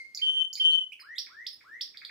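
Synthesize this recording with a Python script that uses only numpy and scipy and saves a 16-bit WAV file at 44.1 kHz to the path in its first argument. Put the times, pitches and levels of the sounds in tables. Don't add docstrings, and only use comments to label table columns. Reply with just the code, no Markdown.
import sys
import numpy as np
from scipy import signal
from scipy.fft import rfft, irfft
from scipy.io import wavfile
from scipy.ndimage import uniform_filter1d

SR = 44100
rng = np.random.default_rng(int(sys.argv[2]) if len(sys.argv) > 2 else 0)


def file_out(sig):
    cols = np.atleast_2d(sig).T
    lim = np.clip(cols, -1, 1)
    pcm = np.round(lim * 32767).astype(np.int16)
    wavfile.write(sys.argv[1], SR, pcm)


N = 92610

# f/Hz, relative density/dB
AIR_SPECTRUM = [(40, -17.5), (80, 1), (180, -5), (330, 1.5), (500, -3.5), (750, -10), (2800, -9),
                (5000, -14.5), (8000, -16.5), (11000, -23.5), (13500, -14), (15500, -26.5)]
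# t/s, length/s, start f/Hz, middle f/Hz, end f/Hz, level/dB, overtone boost/dB
CHIRPS = [(0.568, 0.03, 4790, 5130, 5170, -43, 2), (0.704, 0.045, 3580, 4320, 4046, -51.5, 0),
          (0.995, 0.033, 5320, 4980, 4710, -51, 0), (0.99, 0.05, 4520, 4294, 3920, -58.5, 5),
          (1.147, 0.053, 2914, 3905, 4240, -52.5, 3), (1.522, 0.029, 4920, 5120, 4950, -49.5, 3.5)]
# t/s, level/dB, end f/Hz
TICKS = [(.189, -50.5, 1740), (0.569, -53.5, 1700), (0.989, -54, 907), (1.263, -53, 882),
         (1.605, -57.5, 820), (1.940, -54.5, 900), (2.0125, -48.5, 825), (2.0905, -46.5, 876)]
# t/s, length/s, relative level/dB
SLURS = [(1.018, 0.15, -38), (1.289, 0.17, -39.5), (1.638, 0.16, -39)]
# position/length, f/Hz, gain/dB
SLUR_CONTOUR = [(0, 930, -20), (0.131, 1320, -13), (.36, 1660, -9.5), (0.629, 1865, 1), (0.759, 2000, -2),
                (1, 2260, -21.5)]
# t/s, half-rise/s, length/s, start f/Hz, target f/Hz, level before beak/dB, top-note gain/dB
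CLICKS = [(0.147, .0027, .011, 4397, 7010, -31.5, -11), (0.1732, .0018, 0.0071, 4007, 4900, -31, -10),
          (0.528, 0.0036, .012, 4370, 7066, -33.5, -3.5), (0.5537, 0.0015, 0.0072, 4030, 4890, -30, -11),
          (0.919, 0.0062, .016, 2355, 3025, -39.5, 7.5), (1.1794, 0.0045, .023, 2775, 5670, -29, -6.5),
          (1.4636, 0.0042, 0.017, 2754, 5600, -32.5, -6), (1.8071, .0053, 0.02, 2740, 5670, -31, -4),
          (1.9709, .0022, 0.0061, 3125, 5115, -38.5, -7.5), (2.0485, 0.0022, 0.0055, 3203, 5006, -34, -8.5)]
# f/Hz, gain/dB
BEAK_RESPONSE = [(2400, 3.5), (2950, -11), (3500, 2.5), (4050, -4.5), (4900, 3), (5600, -5), (6300, -12.5),
                 (7000, -1), (9000, 1), (10300, -12.5), (13000, 9)]
# delay/s, gain/dB
REFLECTIONS = [(.0054, -12), (0.0129, -11)]
# t/s, f/Hz, left level/dB, right level/dB (both before WHISTLE_TRIM_DB)
LOW_WHISTLE = [(0.0, 2175, -42, -54), (0.006, 2138, -38, -38), (0.04, 2076, -52, -64.5),
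               (0.052, 2140, -64, -39.5), (0.074, 2161, -51.5, -53.5), (0.16, 2101, -59, -56)]
FIRST_WHISTLE = [(.216, 3100, -52, -40), (.226, 3083, -26.5, -21), (.236, 3117, -23.5, -20),
                 (.247, 3070, -28.5, -23), (.285, 3065, -19.5, -22.5), (.342, 3073, -26.5, -25.5),
                 (.372, 3083, -27, -19), (.394, 3080, -25, -24), (.408, 3076, -19, -36.5),
                 (.421, 3059, -15.5, -26), (.436, 3084, -35.5, -40), (.451, 3078, -21, -28),
                 (.461, 3054, -41.5, -33), (.475, 3074, -38, -31), (.492, 3060, -54.5, -43.5),
                 (.504, 3053, -36.5, -59)]
SECOND_WHISTLE = [(.596, 3170, -50, -43), (.603, 3115, -31.5, -21), (.616, 3106, -18.5, -21),
                  (.631, 3055, -30.5, -20.5), (.643, 3059, -24, -39.5), (.658, 3067, -13, -16.5),
                  (.695, 3087, -20, -21), (.747, 3059, -16, -27.5), (.76, 3075, -16, -23.5),
                  (.77, 3074, -35, -47.5), (.784, 3056, -18, -27.5), (.802, 3038, -32.5, -37),
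                  (.819, 3061, -31, -27), (.831, 3019, -45, -36), (.838, 3009, -31, -44),
                  (.856, 2980, -49, -41), (.866, 3042, -40.5, -53.5), (.903, 3036, -53.5, -53.5)]
CHIRP_OVERTONES_DB = [-18, -20]
TICK_SLUR_OVERTONES_DB = [-38, -31.5, -52.5]
CLICK_OVERTONES_DB = [-27.5, -36]
LOW_WHISTLE_OVERTONES_DB = [-27, -31, -32]
WHISTLE_OVERTONES_DB = [-42, -40.5, -46.5, -52.5]

EARLY_DB, EARLY_T60_S, ECHO_GAP_S = 2.5, 0.26, 0.004
LATE_DB, LATE_T60_S, TREBLE_T60_S, CROSSOVER_HZ = -5.5, 0.5, 0.26, 7640
ROOM_PAN_DB, WHISTLE_TRIM_DB = -3.5, -1.26
TIME_S = np.arange(N) / SR
BINS_HZ = np.arange(N // 2 + 1) * SR / N


def undb(db):
    return 10 ** (np.asarray(db) / 20)


def drift(rate_hz):
    hold = int(SR / rate_hz)
    steps = np.repeat(rng.standard_normal(N // hold + 1), hold)
    return 1.34 * uniform_filter1d(uniform_filter1d(steps, hold), hold)[:N]


def add(track, start_s, sound):
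    i = int(start_s * SR)
    track[i:i + len(sound)] += sound[:max(N - i, 0)]


def ramp(length_s):
    return np.linspace(0, 1, int(length_s * SR))


def ease(u):
    return np.sin(np.pi / 2 * np.clip(u, 0, 1)) ** 2


def fade(u, edge):
    return ease(np.minimum(u, 1 - u) / edge)


def colour(x, response):
    hz, db = np.array(response).T
    curve_db = np.interp(np.log(np.maximum(BINS_HZ, 1)), np.log(hz), db)
    return irfft(rfft(x) * undb(curve_db), N)


def hiss(centre_hz, width):
    band = np.exp(-((BINS_HZ / centre_hz - 1) / width) ** 2)
    noise = irfft(rfft(rng.standard_normal((2, N))) * band, N)
    return noise / noise.std()


def pan(pan_db):
    return undb(np.array([[pan_db], [-pan_db]]) / 2)


def ears(x, pan_db=0, lag_s=20e-6):
    left = irfft(rfft(x) * np.exp(-2j * np.pi * BINS_HZ * lag_s), N)
    return np.array([left, x]) * pan(pan_db)


def syrinx(hz, overtones_db=()):
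    phase = 2 * np.pi * np.cumsum(hz) / SR
    upper = sum(undb(db) * np.sin(k * phase) * (k * hz < SR / 2) for k, db in enumerate(overtones_db, 2))
    return np.sqrt(2) * (np.sin(phase) + upper)


def background():
    air_db, hum_db, ring_db = -74.5, -74, -62
    hum_hz, hum_peak_s, hum_swell_s = 334.8, 0.69, 0.09
    mid, side = colour(rng.standard_normal((2, N)), AIR_SPECTRUM)
    wide = np.array([mid + 0.74 * side, mid - 0.74 * side]) / mid.std()
    air = wide * undb(air_db + drift(rate_hz=5.1))
    swell = np.exp(-((TIME_S - hum_peak_s) / hum_swell_s) ** 2)
    hum = syrinx(np.full(N, hum_hz)) * undb(hum_db) * swell
    ring = hiss(centre_hz=4664, width=0.13) * undb(ring_db - 60 * TIME_S / LATE_T60_S)
    return air + hum + ring


def aviary(x, pan_db=0):
    t = np.arange(SR // 2) / SR

    def tail(t60_s):
        echoes = rng.standard_normal((2, len(t))) * 1000 ** (-t / t60_s) * (t > ECHO_GAP_S)
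        return echoes / np.linalg.norm(echoes, axis=1, keepdims=True)

    early = tail(EARLY_T60_S)
    body = signal.lfilter(*signal.butter(2, CROSSOVER_HZ, "low", fs=SR), tail(LATE_T60_S))
    treble = signal.lfilter(*signal.butter(2, CROSSOVER_HZ, "high", fs=SR), tail(TREBLE_T60_S))
    response = undb(EARLY_DB) * early + undb(LATE_DB) * (body + treble)
    return signal.fftconvolve(x[None], response, axes=1)[:, :N] * pan(pan_db)


def chirps(room_db=-8.5):
    track = np.zeros(N)
    for start_s, length_s, from_hz, middle_hz, to_hz, db, boost_db in CHIRPS:
        u = ramp(length_s)
        arc_hz = np.polyval(np.polyfit([0, 0.5, 1], [from_hz, middle_hz, to_hz], 2), u)
        hz = arc_hz * (1 + 0.0065 * drift(rate_hz=900)[:len(u)])
        tone = syrinx(hz, np.array(CHIRP_OVERTONES_DB) + boost_db)
        add(track, start_s, tone * fade(u, edge=0.31) * undb(db))
    return ears(track, pan_db=-5.5) + undb(room_db) * aviary(track, ROOM_PAN_DB)


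def ticks(length_s=0.011, from_hz=2500):
    track = np.zeros(N)
    u = ramp(length_s)
    for start_s, db, to_hz in TICKS:
        hz = from_hz + (to_hz - from_hz) * u ** 2.1
        add(track, start_s, syrinx(hz, TICK_SLUR_OVERTONES_DB) * fade(u, edge=0.37) * undb(db))
    return track


def slurs(trim_db=-7.5):
    track = np.zeros(N)
    position, hz, contour_db = np.array(SLUR_CONTOUR).T
    for start_s, length_s, db in SLURS:
        u = ramp(length_s)
        tone = syrinx(np.interp(u, position, hz), TICK_SLUR_OVERTONES_DB)
        gain = undb(db + trim_db + np.interp(u, position, contour_db))
        add(track, start_s, tone * fade(u, edge=0.019) * gain)
    return track


def low_notes(tick_room_db=3, slur_room_db=-1):
    tick, slur = ticks(), slurs()
    return ears(tick + slur) + aviary(undb(tick_room_db) * tick + undb(slur_room_db) * slur)


def clicks(release_s=0.0025, splash_db=-21.5, room_db=-2.5):
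    attack, turn = 0.82, 1.29
    sweeps = np.zeros(N)
    for start_s, half_rise_s, length_s, from_hz, to_hz, db, top_db in CLICKS:
        t = ramp(length_s) * length_s
        u = t / half_rise_s
        hz = from_hz + (to_hz - from_hz) * u ** 3 / (1 + u ** 3)
        gate = ease(np.minimum(u / attack, (length_s - t) / release_s))
        gain = undb(db + top_db * np.clip(u - turn, 0, 1))
        add(sweeps, start_s, syrinx(hz, CLICK_OVERTONES_DB) * gate * gain)
    voiced = colour(sweeps, BEAK_RESPONSE)
    envelope = uniform_filter1d(np.abs(voiced), size=64)
    splash = undb(splash_db) * envelope * hiss(centre_hz=13300, width=1)
    echoes = aviary(voiced, ROOM_PAN_DB) + aviary(splash[0])
    near = voiced.copy()
    for delay_s, db in REFLECTIONS:
        add(near, delay_s, undb(db) * voiced)
    return ears(near, pan_db=-6) + splash + undb(room_db) * echoes


def whistle(contour, overtones_db):
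    attack_s, release_s, smooth_s = 0.0017, 0.0078, 0.0019
    rasp_db, upper_direct_db, tone_room_db, upper_room_db = -28.5, 2.5, -14, -7.5

    def smooth(x):
        return uniform_filter1d(uniform_filter1d(x, int(smooth_s * SR)), int(smooth_s * SR / 2))

    knots_s, hz, left_db, right_db = np.array(contour).T
    waver = 1 + 0.0023 * drift(rate_hz=150.5) + 0.00089 * drift(rate_hz=35)
    pitch_hz = smooth(np.interp(TIME_S, knots_s, hz)) * waver
    flutter = 1 + 0.1 * drift(rate_hz=160)
    before_s, after_s = np.maximum(knots_s[0] - TIME_S, 0), np.maximum(TIME_S - knots_s[-1], 0)
    gate = np.exp(-np.minimum(before_s / attack_s + after_s / release_s, 20))
    swells = np.array([np.interp(TIME_S, knots_s, undb(db + WHISTLE_TRIM_DB))
                       for db in (left_db, right_db)])
    ear_gain = flutter * smooth(gate * swells)
    mean_gain = ear_gain.mean(axis=0)
    tone = syrinx(pitch_hz)
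    upper = (syrinx(pitch_hz, overtones_db) - tone) * mean_gain
    rasp = undb(rasp_db) * hiss(hz.mean(), width=0.083)
    direct = ear_gain * (ears(tone, lag_s=120e-6) + rasp)
    direct += undb(upper_direct_db) * ears(upper, pan_db=2.7, lag_s=35e-6)
    return direct + aviary(undb(tone_room_db) * tone * mean_gain + undb(upper_room_db) * upper)


def scene():
    whistles = whistle(LOW_WHISTLE, LOW_WHISTLE_OVERTONES_DB)
    whistles += whistle(FIRST_WHISTLE, WHISTLE_OVERTONES_DB)
    whistles += whistle(SECOND_WHISTLE, WHISTLE_OVERTONES_DB)
    return whistles + clicks() + low_notes() + chirps() + background()


def record(dry):
    cutoff_hz = 15700
    return signal.sosfilt(signal.ellip(10, 0.2, 80, cutoff_hz, fs=SR, output="sos"), dry)


dry = scene()
out = record(dry)
file_out(out)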